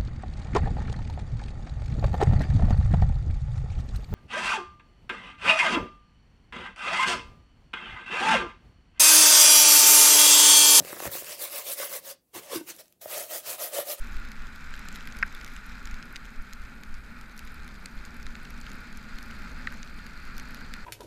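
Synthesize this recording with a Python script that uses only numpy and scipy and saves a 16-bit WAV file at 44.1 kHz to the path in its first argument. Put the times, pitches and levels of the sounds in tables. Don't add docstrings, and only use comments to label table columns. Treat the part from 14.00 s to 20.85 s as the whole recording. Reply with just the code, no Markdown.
import sys
import numpy as np
from scipy import signal
from scipy.fft import rfft, irfft, next_fast_len
from scipy.io import wavfile
from scipy.ndimage import uniform_filter1d

SR = 44100
rng = np.random.default_rng(int(sys.argv[2]) if len(sys.argv) > 2 else 0)


def to_wav(sig):
    pcm = np.clip(np.atleast_2d(sig), -1, 1) * 32767
    pcm = np.round(pcm).astype(np.int16)
    wavfile.write(sys.argv[1], SR, pcm.T)


def undo_db(level):
    steps = np.asarray(level, float) / 20
    return 10 ** steps


N = 302073

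# (frequency [Hz], bandwidth [Hz], lift [dB])
SHELL = [(1423, 270, 4.5), (3650, 120, 3.5), (6460, 190, 4.5), (855, 120, 7.5), (1810, 49, 3),
         (240, 7.9, 4.5)]


def columns(table):
    s, *rest = np.transpose(table)
    return [np.interp(np.arange(N) / SR, s, column) for column in rest]


def colour(x, points, lifts=()):
    size = next_fast_len(N)
    hz = np.maximum(np.arange(size // 2 + 1) * SR / size, 1e-3)
    at, db = np.transpose(points)
    db = np.interp(np.log(hz), np.log(at), db, left=-120, right=-120)
    for centre_hz, width_hz, lift_db in lifts:
        db = db + lift_db / (1 + (2 * (hz - centre_hz) / width_hz) ** 2)
    y = irfft(rfft(np.resize(x, size)) * undo_db(db), size)[:N]
    return y / np.std(y)


def walk(rate_hz):
    hold = int(SR / rate_hz)
    held = np.repeat(rng.standard_normal(4000), hold)[:N]
    smooth = uniform_filter1d(uniform_filter1d(held, hold), hold)
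    return smooth / np.std(smooth)


def chance_times(rate_per_s):
    return rng.random(int(rate_per_s * N / SR)) * (N - 1) / SR


def level_at(curve_db, times):
    return curve_db[(times * SR).astype(int)]


def bursts(chance, lo_hz, hi_hz, decay_ms):
    age = np.arange(chance.shape[1]) / SR / (decay_ms / 1000)
    rows = chance * age * np.exp(-age)
    band = signal.butter(3, [lo_hz, min(hi_hz, 0.45 * SR)], "bandpass", fs=SR, output="sos")
    rows = signal.sosfilt(band, rows)
    return rows / np.abs(rows).max(axis=1, keepdims=True)


def place(times, rows):
    at = (np.asarray(times) * SR).astype(int)[:, None] + np.arange(rows.shape[1])
    return np.bincount(at.ravel(), rows.ravel(), N + SR)[:N]


def high_hush():
    # (frequency [Hz], spectral level [dB per Hz])
    air = [(6500, -25), (8300, 3), (10000, -2), (12000, 1), (13500, -2), (15100, -3), (15350, -30)]
    return colour(rng.standard_normal(N), air) * undo_db(-72.5)


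def gusts():
    # (time [s], peak level [dB], length [s])
    swells = [(-0.004, -22.5, 0.034), (0.15, -26.5, 0.079), (0.418, -30, 0.046), (0.735, -33.5, 0.084),
              (1.08, -37.5, 0.28), (1.497, -42, 0.39), (1.928, -30, 0.047), (2.39, -28, 0.017),
              (2.586, -36.5, 0.063), (2.95, -29.5, 0.043), (3.56, -37.5, 0.11), (3.985, -31.5, 0.024),
              (4.27, -33.5, 0.067), (4.6, -39.5, 0.22), (4.97, -34.5, 0.027), (5.16, -34, 0.042),
              (5.49, -36, 0.15), (5.827, -37.5, 0.16), (6.355, -35, 0.13), (6.76, -36.5, 0.1)]
    lull_db = -43.5
    t = np.arange(N) / SR
    power = sum(undo_db(db) ** 2 * np.exp(-((t - s) / length) ** 2) for s, db, length in swells)
    return 10 * np.log10(undo_db(lull_db) ** 2 + power)


def wind(level_db):
    # (frequency [Hz], spectral level [dB per Hz])
    pressure = [(3.5, -40), (6, 0), (16, 5), (22, -3), (28, -10.5), (36, -14)]
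    # (frequency [Hz], spectral level [dB per Hz])
    frame = [(18, -50), (28, -1.5), (40, 3), (56, -4), (70, -4.5), (86, -27), (110, -18), (140, -51)]
    eddies = colour(rng.standard_normal(N), pressure)
    buffet = eddies / np.sqrt(uniform_filter1d(eddies ** 2, size=SR // 7) + 0.12)
    shake_db = -47 + 0.49 * (level_db - level_db.mean())
    shake = colour(rng.standard_normal(N), frame) * undo_db(shake_db)
    return buffet * undo_db(level_db - 1.7) + shake


def tyres(level_db):
    # (frequency [Hz], spectral level [dB per Hz])
    drumming = [(41, -51), (70, 0), (86, -23), (102, -7.5), (152, -8), (226, -1.5), (316, -16), (633, -22),
                (800, -26.5), (1040, -26.5), (1760, -120)]
    return colour(rng.standard_normal(N), drumming, SHELL) * undo_db(level_db + 1.1 * walk(8.3))


def hiss(case_db, spray_db, ring_db):
    # (frequency [Hz], spectral level [dB per Hz])
    inside = [(500, -50), (640, -25), (756, -16), (852, -16.5), (1040, -8), (1150, -4.5), (1440, 1.5),
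              (1920, -5), (2440, -4.5), (2840, -21.5), (3200, -17), (4160, -67)]
    # (frequency [Hz], spectral level [dB per Hz])
    bright = [(1530, 4), (2600, 5.5), (2930, -5), (3470, -3), (4170, 1.5), (4490, -14), (4790, -1.5),
              (5990, -12.5), (7840, -9.5), (8650, -36), (12500, -35), (16200, -47), (22000, -120)]
    # (frequency [Hz], spectral level [dB per Hz])
    ring_modes = [(4000, -40), (4130, -24), (4240, -3), (4370, -9), (4500, -21), (4620, -9), (4740, -5.5),
                  (4880, -12), (5050, -34)]
    flutter = walk(25)
    grain_samples = 24
    grain = undo_db(1.2 * rng.exponential(size=(2, N // grain_samples + 1)))
    grain = grain.repeat(grain_samples, axis=1)[:, :N]
    low, high = rng.standard_normal((2, N)) * grain
    body = colour(low, inside, SHELL) * undo_db(case_db + 0.62 * flutter + 0.5 * walk(40))
    ring = colour(rng.standard_normal(N), ring_modes) * undo_db(ring_db)
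    spray = colour(high, bright, SHELL) * undo_db(spray_db + 0.79 * flutter + 0.57 * walk(40))
    return body + ring + spray


def sizzle(times, peak_db):
    chance = rng.standard_normal((len(times), 256))
    return place(times, undo_db(peak_db)[:, None] * bursts(chance, 9020, 13670, 0.35))


def ticks(times, splash_db, tap_db):
    chance = rng.standard_normal((len(times), 3, 384))
    splash = undo_db(splash_db - 0.6)[:, None] * bursts(chance[:, 0], 4300, 7400, 0.42)
    tap = undo_db(splash_db + tap_db + 2.5)[:, None] * bursts(chance[:, 1], 1960, 4390, 0.69)
    hollow = undo_db(splash_db + tap_db + 0.5)[:, None] * bursts(chance[:, 2], 1450, 2190, 0.41)
    return place(times, splash + tap + hollow)


def mist(spray_db):
    # (time [s], peak level [dB])
    droplets = [(0.5551, -44), (0.7632, -42), (0.852, -43), (0.953, -40), (0.963, -35), (1.2635, -41),
                (1.4292, -45), (1.5209, -44), (1.6641, -40), (2.0557, -45), (2.126, -40), (2.4229, -42),
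                (2.7551, -47), (3.366, -43), (3.4496, -43), (3.5199, -43), (3.5433, -39), (3.8417, -50),
                (3.954, -47), (4.0584, -44), (4.1674, -43), (4.4313, -41), (4.603, -40), (4.7316, -42),
                (4.755, -40), (4.8065, -42), (5.3507, -47), (5.4231, -48), (5.7359, -45), (5.9768, -43)]
    when = chance_times(80)
    tone = rng.standard_normal(len(when))
    flurry_db = level_at(spray_db + 2.7 * walk(5.33), when)
    s, peak_db = np.transpose(droplets)
    return sizzle(s, peak_db - 4.0) + sizzle(when, flurry_db - 5.5 + 4 * tone)


def drizzle(spray_db):
    when = chance_times(150)
    size = np.minimum(rng.exponential(size=len(when)), 1.8)
    tone = rng.standard_normal((2, len(when)))
    small_db = level_at(spray_db, when) + 2 + 1.1 * size
    return ticks(when, small_db, -3.5 + 3 * tone[0]) + sizzle(when, small_db - 21.0 + 3 * tone[1])


def patter(spray_db):
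    when = chance_times(24)
    tone = rng.standard_normal((3, len(when)))
    db = level_at(spray_db, when) + 7.5 + 2.5 * tone[0]
    return ticks(when, db, -4.5 + 4 * tone[1]) + sizzle(when, db - 7.5 + 3 * tone[2])


def drops():
    # (time [s], splash peak [dB], tap level [dB], fizz level [dB])
    clear_drops = [(0.317, -41.5, -44, -50.5), (0.8859, -37, -43, -48), (0.9264, -42, -60, -54),
                   (0.958, -40, -43.5, -52), (1.073, -45, -41.5, -46.5), (1.1683, -48, -49, -49),
                   (1.1885, -41, -50, -45), (1.349, -47, -50, -48), (1.4458, -39, -46, -48),
                   (1.564, -43, -46, -60), (1.855, -37.5, -48, -50), (1.8727, -42, -47, -56),
                   (2.1587, -40.5, -38.5, -61), (2.1635, -40, -43, -54), (2.5331, -38, -48, -48.5),
                   (3.3773, -42, -71, -52), (3.392, -40, -44, -46), (3.8582, -33.5, -43.5, -49),
                   (4.2659, -41, -42.5, -57), (4.353, -45, -41.5, -65), (4.5054, -48, -50, -50),
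                   (4.613, -39.5, -50, -62), (4.9726, -41.5, -62, -52), (5.1854, -46, -43.5, -53),
                   (5.228, -43, -63, -51), (5.8297, -36.5, -46, -74), (6.3804, -40, -45, -45.5),
                   (6.3975, -37, -41.5, -51), (6.5453, -42.5, -44, -44.5), (6.7377, -38.5, -41, -46.5),
                   (0.167, -49, -46, -56), (0.4694, -49, -49, -59), (0.7388, -44, -41.5, -62),
             (0.793, -46, -59, -51), (1.0075, -47, -46, -58), (1.1233, -42, -51, -64),
             (1.4124, -45, -44.5, -60), (1.463, -46, -48, -56), (1.4773, -46, -51, -53),
             (1.9113, -44, -51, -54), (1.9426, -44, -48.5, -57), (2.0263, -42, -44, -70),
             (2.2536, -48, -48.5, -57), (2.8347, -46, -48, -54), (2.942, -45, -54, -64),
             (3.2116, -46, -52, -52.5), (3.4739, -47, -50, -56), (3.678, -51, -50, -54),
             (4.0512, -42, -53, -54), (4.2283, -44, -57, -57), (4.452, -48, -46, -63),
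             (4.666, -48, -42.5, -62), (4.701, -47, -50, -56), (4.7166, -41.5, -51, -57),
             (5.6707, -45, -40, -61), (5.7239, -48, -53, -53), (5.99, -60, -52, -62),
             (6.0647, -47, -45, -56), (6.3668, -47, -58, -57), (6.5077, -51, -63, -53)]
    s, splash_db, tap_db, fizz_db = np.transpose(clear_drops)
    splash_db = splash_db + 5.5
    tap_crest_db, fizz_crest_db = 6, 9
    return ticks(s, splash_db, tap_db + tap_crest_db - splash_db) + sizzle(s, fizz_db + fizz_crest_db)


def rain(spray_db):
    return high_hush() + mist(spray_db) + drizzle(spray_db) + patter(spray_db) + drops()


def knocks():
    # (time [s], peak level [dB], frequency [Hz], swell time [ms])
    blows = [(1.2272, -12, 1900, .55), (1.2279, -30, 5100, .5), (1.2288, -18, 2350, .75),
             (1.2301, -17, 1530, 1.8), (1.2303, -20, 1770, 1.6), (1.2340, -28, 1560, 1.2),
             (1.2290, -32, 1180, 2), (1.2370, -35, 1500, 1.2), (1.2285, -38, 560, 2),
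             (5.6715, -27, 2000, .5), (5.6724, -20, 1850, 1.2), (5.6735, -29, 1330, 1.4),
             (5.6722, -34, 2690, 1), (5.6725, -38, 3970, 1.5), (5.6770, -36, 1510, 2.5),
             (2.1645, -36, 1900, .8), (5.7250, -37, 1500, .7), (1.3490, -39, 3550, 1.6),
             (6.7385, -32, 2250, .6), (6.7387, -36, 3450, .7)]
    s, peak_db, hz, swell_ms = np.transpose(blows)[:, :, None]
    t = np.arange(1024) / SR
    age = t / (swell_ms / 1000)
    swell = age ** 2 * np.exp(2 * (1 - age))
    ringing = place(s[:, 0], undo_db(peak_db + 1.16) * swell * np.sin(2 * np.pi * hz * t))
    gap = signal.butter(1, (2970, 3200), "bandstop", fs=SR, output="sos")
    stiffness = signal.butter(2, 580, "highpass", fs=SR, output="sos")
    return signal.sosfiltfilt(stiffness, signal.sosfiltfilt(gap, ringing))


def scene():
    # (time [s], level [dB])
    wet = [(0.0, -54), (0.32, -55.5), (0.7, -54.5), (0.97, -53.5), (2.25, -58), (2.86, -61), (3.47, -58.5),
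           (3.78, -59), (3.99, -58.5), (5.53, -55), (5.86, -57.5), (6.1, -57), (6.37, -54.5), (6.85, -57.5)]
    spray_db = columns(wet)[0]
    wetter = spray_db - spray_db.mean()
    later = (np.arange(N) - N / 2) / SR
    case_db = -49.5 + 0.71 * wetter
    ring_db = -68 + 0.9 * wetter + 2.2 * later
    drum_db = -50.5 + 0.5 * wetter + 0.5 * later
    spray = hiss(case_db, spray_db, ring_db)
    return (wind(gusts()) + tyres(drum_db) + spray + rain(spray_db) + knocks())[None]


def low_pass(x):
    return signal.sosfilt(signal.butter(12, 16490, fs=SR, output="sos"), x)


def record(dry):
    top_hz, rise_s = 15800, 0.012
    rise = 1 - 0.7 * np.exp(-np.arange(N) / SR / rise_s)
    roll_off = signal.butter(8, top_hz, fs=SR, output="sos")
    mix = signal.sosfiltfilt(roll_off, dry * rise)
    return low_pass(mix)


dry = scene()
out = record(dry)
to_wav(out)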